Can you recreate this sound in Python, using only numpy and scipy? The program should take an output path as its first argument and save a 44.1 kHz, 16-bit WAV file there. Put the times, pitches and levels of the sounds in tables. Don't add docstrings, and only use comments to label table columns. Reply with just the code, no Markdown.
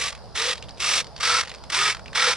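import sys
import numpy as np
from scipy import signal
from scipy.fft import rfft, irfft
from scipy.io import wavfile
from scipy.ndimage import uniform_filter1d

SR = 44100
rng = np.random.default_rng(int(sys.argv[2]) if len(sys.argv) > 2 else 0)


def to_wav(sig):
    pcm = np.clip(np.atleast_2d(sig), -1, 1) * 32767
    pcm = np.round(pcm).astype(np.int16)
    wavfile.write(sys.argv[1], SR, pcm.T)


N = 104120

# time_s, level_db, mesh_re_rattle_db, low_re_rattle_db
SWEEP_CURVES = [
    [(0.0, -27, -11.5, -17.5), (0.042, -26.5, -23, -31), (0.05, -29, -4, -23), (0.08, -28.5, -14, -35),
     (0.106, -36, -21, -16), (0.118, -50.5, -4, -14), (0.125, -39, -2, -25)],
    [(0.345, -53, 6, -7), (0.357, -27, -25, -28), (0.405, -25.5, -12.5, -15.5), (0.445, -25.5, -16, -10),
     (0.497, -24.5, -19, -10.5), (0.521, -27.5, -10.5, -19), (0.535, -28, -21, -19), (0.545, -45, -9, -11),
     (0.55, -39.5, -8, -7)],
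    [(0.78, -45, -26, 4), (0.792, -51.5, -21, -7), (0.804, -28.5, -29, -28), (0.844, -24, -9, -32),
     (0.978, -21.5, -19, -30), (1.006, -25, -17, -33), (1.014, -29.5, -16, -19), (1.04, -59, -27, -4)],
    [(1.2, -36, -12, -23), (1.208, -28.5, -8, -41), (1.226, -32, -9, -23), (1.232, -22.5, -10, -25),
     (1.27, -22, -8, -23.5), (1.3, -21.5, -3.5, -20.5), (1.375, -22, -4, -20.5), (1.414, -24, -11, -28),
     (1.422, -36, -19, -32), (1.43, -32.5, -4, -22)],
    [(1.696, -51, -7, -15), (1.702, -26, -18, -27), (1.716, -40, -11, -16), (1.724, -25.5, -11, -21),
     (1.74, -25, -30, -34), (1.748, -22, -38, -33), (1.785, -22.5, -11, -24.5), (1.81, -22, -5.5, -22.5),
     (1.898, -22, -9, -23), (1.928, -29.5, -19, -24), (1.94, -39.5, -7, -28)],
    [(2.143, -48, -4, -22), (2.155, -23, -22, -25), (2.205, -21, -8, -20), (2.25, -21, -6.5, -18.5),
     (2.268, -20.5, -13, -19), (2.284, -19, -18, -9), (2.319, -22.5, -5, -22), (2.337, -25.5, -17, -33),
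     (2.343, -35.5, -13, -11), (2.36, -35.5, -15, -22)],
]
# spin_start_s, mesh_hz, mesh_sag_ratio, low_hz, low_sag_ratio, spin_up_s,
# pulse_lead_s, low_lag_s, side_on_share, treble_db
SWEEP_MOTORS = [(-.05, 1160, .18, 464, 0.35, 0.024, 0.00079, 0.0073, 0.061, 3),
                (.36, 1237, 0.11, 490, .26, 0.0351, 0.001, 0.012, 0.43, 1.5),
                (0.8, 1259, 0.07, 489, 0.26, .04, 0.0034, 0.0094, 0.25, 3),
                (1.202, 1327, 0.11, 490, .15, 0.036, 0.0013, 0.004, 0.74, 1),
                (1.75, 1281, .06, 470, 0.3, 0.0887, 0.004, 0.0095, 0.81, 2),
                (2.152, 1372, 0.15, 506, 0.07, 0.046, .0015, 0.0094, 0.86, -0.5)]
# freq_hz, width_hz, gain_db per sweep
CASE_MODES = [(1910, 70, [3, 4, -27, -17, -3, -3]), (2173, 83, [-13, -14, -9, 1, -1.5, -11]),
              (2300, 105, [-10, -13, -8, -15, -1, -2]), (2686, 180, [-5, -7, -1, -18, -3, -18]),
              (3250, 68, [-2, 1, -16, -19, -24, -9]), (3524, 130, [-11, -1, 0, -5, 2, 0.5]),
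              (3870, 74, [3.5, 1, 2, -2, -8, -3]), (4490, 50, [-24, -5, -13, 7.5, -26, -30]),
              (5110, 180, [-23, -16, -5, -15, -6, -17]), (5760, 67, [-4, -12, 4.5, -5, -22, -12]),
              (8540, 46, [-17, -15, 1, -25, -15, -15])]
# freq_hz, gain_db
TAIL_ON_EQ = [(300, -17.5), (600, -9), (900, -9.5), (1500, -5.5), (2000, -1), (3300, -2), (5600, -3.5),
              (6800, -11.5), (8300, -14), (11000, -22.5)]
SIDE_ON_EQ = [(300, -19), (600, -12.5), (900, -0.5), (1500, 2.5), (2200, -0.5), (3100, -2), (4500, -2),
              (5600, -0.5), (6800, -13), (8300, -11.5), (11000, -24.5)]
# start_s, level_db, ring_hz, ring_re_snap_db
GEAR_TWITCHES = [(0.1266, -25, 2020, -8), (0.1494, -24.5, 1990, -5), (0.1757, -36.5, 1230, -3),
                 (0.5541, -23, 3750, -12), (0.5722, -28, 3230, 2), (0.5784, -24.5, 3880, -2),
                 (0.624, -23, 2820, -1), (0.6388, -31.5, 3500, 7), (0.6844, -32, 3130, 2),
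                 (0.6909, -25.5, 4040, -2), (0.7728, -34, 3830, -5), (1.043, -26, 4560, -7),
                 (1.0677, -28, 5000, -1), (1.1627, -24, 4680, 4.5), (1.1786, -30, 1280, -12),
                 (1.1862, -31, 2480, -15), (1.4334, -17.5, 1365, 1), (1.449, -27, 1420, -7),
                 (1.456, -26, 2840, -5), (1.4731, -23, 1870, -2), (1.4798, -25.5, 1320, -6),
                 (1.494, -20.5, 3960, -1), (1.501, -28, 2840, 0), (1.515, -23.5, 2000, 2),
                 (1.5385, -26.5, 1210, -6), (1.5469, -26, 2820, -17), (1.583, -37, 2520, -8),
                 (1.6372, -26.5, 3900, -12), (1.9471, -18, 1370, -1), (1.9681, -24.5, 1296, 5),
                 (1.9936, -28, 1285, 3), (2.0585, -28, 2380, 2), (2.08, -28, 2410, 5),
                 (2.1298, -23.5, 1300, 0), (2.137, -30.5, 3040, 6)]
# freq_hz, gain_db
SNAP_EQ = [(900, -5), (1500, -3.5), (2500, -3.5), (4700, -3.5), (6500, -11.5), (9000, -18.5), (11500, -28)]
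TICK_ACCENTS_DB = [-2, 8, 2, 6, -38]
# freq_hz, width_hz, gain_db
TICK_MODES = [(4840, 260, 0), (5140, 390, -1)]
# harmonic_number, level_db
HUM_PARTIALS = [(1, -52.5), (2, -62), (3, -70), (8, -80), (11, -59), (12, -92), (14, -88), (15, -66.5)]
# freq_hz, gain_db
WASH_MID_EQ = [(25, -38), (50, -5), (100, 2), (200, -2), (310, -12), (500, -1), (900, -4), (1400, -13),
               (2500, -25), (4000, -20.5), (5000, -15), (6300, -32), (10500, -33.5), (11800, -47)]
WASH_SIDE_EQ = [(25, -25), (50, 2.5), (110, 0), (200, -18.5), (400, -17.5), (700, -22.5), (1800, -33.5),
                (3500, -39), (4700, -26), (6800, -42), (11800, -39)]
# freq_hz, coherence
WASH_LINK = [(25, 0.38), (100, 0.92), (200, 0.69), (400, 0.095), (11000, .05)]
# freq_hz, coherence
PORT_COHERENCE = [(300, .97), (1200, .997), (3000, .95), (6000, .88), (11000, .6)]
# freq_hz, left_lead_rad
PORT_PHASE = [(300, .1), (700, .05), (1300, -.08), (2240, -.45), (4480, -.75), (6890, -1.6), (9220, -1.6),
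              (11400, -3)]
# freq_hz, left_minus_right_db
PORT_TILT = [(600, 0), (2000, -1.2), (5000, -.6), (9000, -2.7)]

PULSE_PERIOD_S, FIRST_PULSE_S, PULSE_RISE_SHARE = .0225, .0115, .25
RATTLE_THROB_DB, START_THROB_DB, WHINE_THROB_DB = 4, -1, 11
SURGE_RATIO, MESH_LAG_S, COAST_DB_PER_S, CLEAN_SHARE = .035, .004, 1500, .66
TEETH_PER_S, TOOTH_SPREAD_DB, HISS_GAIN = 5000, 1.04, 0.4
TWITCH_RISE_S, TWITCH_FALL_S, TWITCH_TAIL_S, TWITCH_TAIL_DB = .0027, .0017, .018, -21
DRUM_HZ, FIRST_TICK_S, TICK_LEVEL_DB, TICK_SPREAD_DB = 59.94, .0045, -59.5, 5.5
WASH_MID_DB, WASH_SIDE_DB, HUM_SIDE_DB, SIDE_SKEW = -46.5, -45.5, 2.5, .25


def servo_sweep(curve, motor, modes):
    (spin_start_s, mesh_hz, mesh_sag, low_hz, low_sag, spin_up_s,
     lead_s, low_lag_s, side_on, treble_db) = motor
    time_s, *levels_db = np.transpose(curve)
    t = time_s[0] + np.arange(SR // 3) / SR
    level_db, mesh_db, low_db = (np.interp(t, time_s, db) for db in levels_db)
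    pulse_t = t + lead_s
    slow = np.exp(-np.maximum(t - spin_start_s, 0) / spin_up_s)
    speed = 1 + SURGE_RATIO * drive_pulse(pulse_t - PULSE_PERIOD_S / 2)
    rattle = case_rattle(len(t), modes, side_on, treble_db)
    rattle *= amp((RATTLE_THROB_DB + START_THROB_DB * slow) * drive_pulse(pulse_t))
    mesh = gear_whine(mesh_hz * (speed - mesh_sag * slow), width_hz=130, wobble_ratio=.012)
    mesh *= amp(mesh_db + WHINE_THROB_DB * drive_pulse(pulse_t - MESH_LAG_S))
    low = gear_whine(low_hz * (speed - low_sag * slow), width_hz=65, wobble_ratio=.025)
    low *= amp(low_db + WHINE_THROB_DB * drive_pulse(pulse_t - low_lag_s))
    attack = np.minimum((t - time_s[0]) / .00054, 1)
    coast_db = COAST_DB_PER_S * np.maximum(t - time_s[-1], 0)
    return time_s[0], (rattle + mesh + low) * amp(level_db - coast_db) * attack


def drive_pulse(t):
    phase = (t - FIRST_PULSE_S) / PULSE_PERIOD_S % 1
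    return np.minimum(phase / PULSE_RISE_SHARE, (1 - phase) / (1 - PULSE_RISE_SHARE)) - .5


def case_rattle(size, modes, side_on, treble_db):
    teeth = gear_teeth(size)
    body = teeth + sum(amp(db) * resonate(teeth, hz, width_hz) for hz, width_hz, db in modes)
    body = colour(body, [(20, 0), (5500, 0), (7000, treble_db), (20000, treble_db)])
    return unit_rms((1 - side_on) * colour(body, TAIL_ON_EQ) + side_on * colour(body, SIDE_ON_EQ))


def gear_teeth(size):
    hits = rng.random((size, 2)) < TEETH_PER_S / SR
    force = amp(TOOTH_SPREAD_DB * np.minimum(rng.exponential(1, (size, 2)), 4))
    polarity = np.sign(rng.standard_normal((size, 2)))
    hiss = rng.standard_normal((size, 2))
    return (unit_rms(hits * force * polarity) + HISS_GAIN * hiss).T


def gear_whine(hz, width_hz, wobble_ratio):
    fuzz = resonate_twice(rng.standard_normal((2, len(hz))), hz, width_hz)
    drift = unit_rms(uniform_filter1d(rng.standard_normal(len(hz)), size=400))
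    cycles = np.cumsum(hz * (1 + wobble_ratio * drift)) / SR
    tone = np.sin(2 * np.pi * (cycles + rng.random((2, 1))))
    return unit_rms(CLEAN_SHARE * unit_rms(tone) + (1 - CLEAN_SHARE) * unit_rms(fuzz))


def gear_twitch(level_db, ring_hz, ring_db):
    t = np.arange(SR // 20) / SR
    attack = np.minimum(t / TWITCH_RISE_S, 1)
    decay = np.exp(-t / TWITCH_FALL_S) + amp(TWITCH_TAIL_DB) * np.exp(-t / TWITCH_TAIL_S)
    snap = unit_rms(colour(gear_teeth(len(t)), SNAP_EQ))
    ring = unit_rms(resonate(snap, ring_hz, width_hz=770))
    ring += np.sin(2 * np.pi * (ring_hz * t + rng.random((2, 1))))
    return amp(level_db) * attack * decay * unit_rms(snap + amp(ring_db) * unit_rms(ring))


def drum_ticks(count=700):
    spread_db = TICK_SPREAD_DB * rng.standard_normal((count, 2)).T
    tick_s = FIRST_TICK_S + np.arange(count) / DRUM_HZ / len(TICK_ACCENTS_DB)
    train = np.zeros((2, N + SR))
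    train[:, np.round(tick_s * SR).astype(int)] = amp(np.resize(TICK_ACCENTS_DB, count) + spread_db)
    ring = sum(amp(db) * resonate_twice(train[:, :N], hz, width_hz) for hz, width_hz, db in TICK_MODES)
    return amp(TICK_LEVEL_DB) * unit_rms(ring)


def drum_hum():
    turns = DRUM_HZ * np.arange(N) / SR
    hum = sum(amp(db) * np.exp(2j * np.pi * (k * turns + rng.random())) for k, db in HUM_PARTIALS)
    return left_right(hum.real, amp(HUM_SIDE_DB) * hum.imag)


def field_wash():
    frames, hz = N // 256 + 5, np.fft.rfftfreq(1024, 1 / SR)
    mid_re, mid_im, side_re, side_im, patches = rng.standard_normal((frames, 513, 5)).T
    patches = uniform_filter1d(uniform_filter1d(patches, size=10, axis=0), size=10, axis=1)
    patch_db = 1.36 * unit_rms(patches)
    link = np.clip(lookup(WASH_LINK, hz), 0, 1)[:, None]
    side = side_re + 1j * side_im
    mid = np.sqrt(1 - link ** 2) * (mid_re + 1j * mid_im) + 1j * link * side
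    spectra = np.array([mid * amp(lookup(WASH_MID_EQ, hz))[:, None],
                        side * amp(lookup(WASH_SIDE_EQ, hz))[:, None]])
    mid, side = signal.istft(spectra * amp(patch_db), nperseg=1024, noverlap=768)[1][:, :N]
    return left_right(amp(WASH_MID_DB) * unit_rms(mid), amp(WASH_SIDE_DB) * unit_rms(side))


def mic_ports(pair):
    hz = np.fft.rfftfreq(N, 1 / SR)
    left, unrelated = rfft(pair)
    coherence = np.clip(lookup(PORT_COHERENCE, hz), 0, 1)
    lead_rad = lookup(PORT_PHASE, hz)
    tilt = amp(lookup(PORT_TILT, hz) / 2)
    right = coherence * left * np.exp(-1j * lead_rad) + np.sqrt(1 - coherence ** 2) * unrelated
    mono_gain = np.sqrt(np.maximum(1 + coherence * np.cos(lead_rad), .2) / 2)
    return irfft(np.array([left * tilt, right / tilt]) / mono_gain, N)


def left_right(mid, side):
    return np.array([mid + (1 - SIDE_SKEW) * side, mid - (1 + SIDE_SKEW) * side])


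def amp(db):
    return 10 ** (np.asarray(db) / 20)


def unit_rms(x):
    return x / np.sqrt(np.mean(x ** 2) + 1e-20)


def lookup(points, hz):
    freq_hz, value = np.transpose(points)
    return np.interp(np.log(hz + 1), np.log(freq_hz + 1), value)


def colour(x, points):
    hz = np.abs(np.fft.fftfreq(2048, 1 / SR))
    db = lookup(points, hz) + 40 * np.log10(np.clip(hz / points[0][0], .01, 1))
    log_gain = np.log(amp(np.maximum(db, -100)))
    phase_rad = -signal.hilbert(log_gain).imag
    taps = np.fft.ifft(np.exp(log_gain + 1j * phase_rad)).real[:1024]
    return signal.oaconvolve(x, taps[None])[:, :x.shape[1]]


def resonate(x, hz, width_hz):
    carrier = np.exp(2j * np.pi * np.cumsum(hz * np.ones(x.shape[-1])) / SR)
    pole = np.exp(-np.pi * width_hz / SR)
    return 2 * (carrier * signal.lfilter([1 - pole], [1, -pole], x / carrier)).real


def resonate_twice(x, hz, width_hz):
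    return resonate(resonate(x, hz, width_hz), hz, 2 * width_hz)


def add(mix, start_s, sound):
    part = mix[:, round(start_s * SR):][:, :sound.shape[1]]
    part += sound[:, :part.shape[1]]


def scene():
    servos = np.zeros((2, N))
    for k, (curve, motor) in enumerate(zip(SWEEP_CURVES, SWEEP_MOTORS)):
        modes = [(hz, width_hz, gains_db[k]) for hz, width_hz, gains_db in CASE_MODES]
        add(servos, *servo_sweep(curve, motor, modes))
    for start_s, level_db, ring_hz, ring_db in GEAR_TWITCHES:
        add(servos, start_s, gear_twitch(level_db, ring_hz, ring_db))
    return mic_ports(servos + drum_ticks()) + field_wash() + drum_hum()


def record(dry):
    taps = signal.firwin(1023, 11200, window=("kaiser", 9), fs=SR)
    return signal.oaconvolve(dry, taps[None], "same")


dry = scene()
out = record(dry)
to_wav(out)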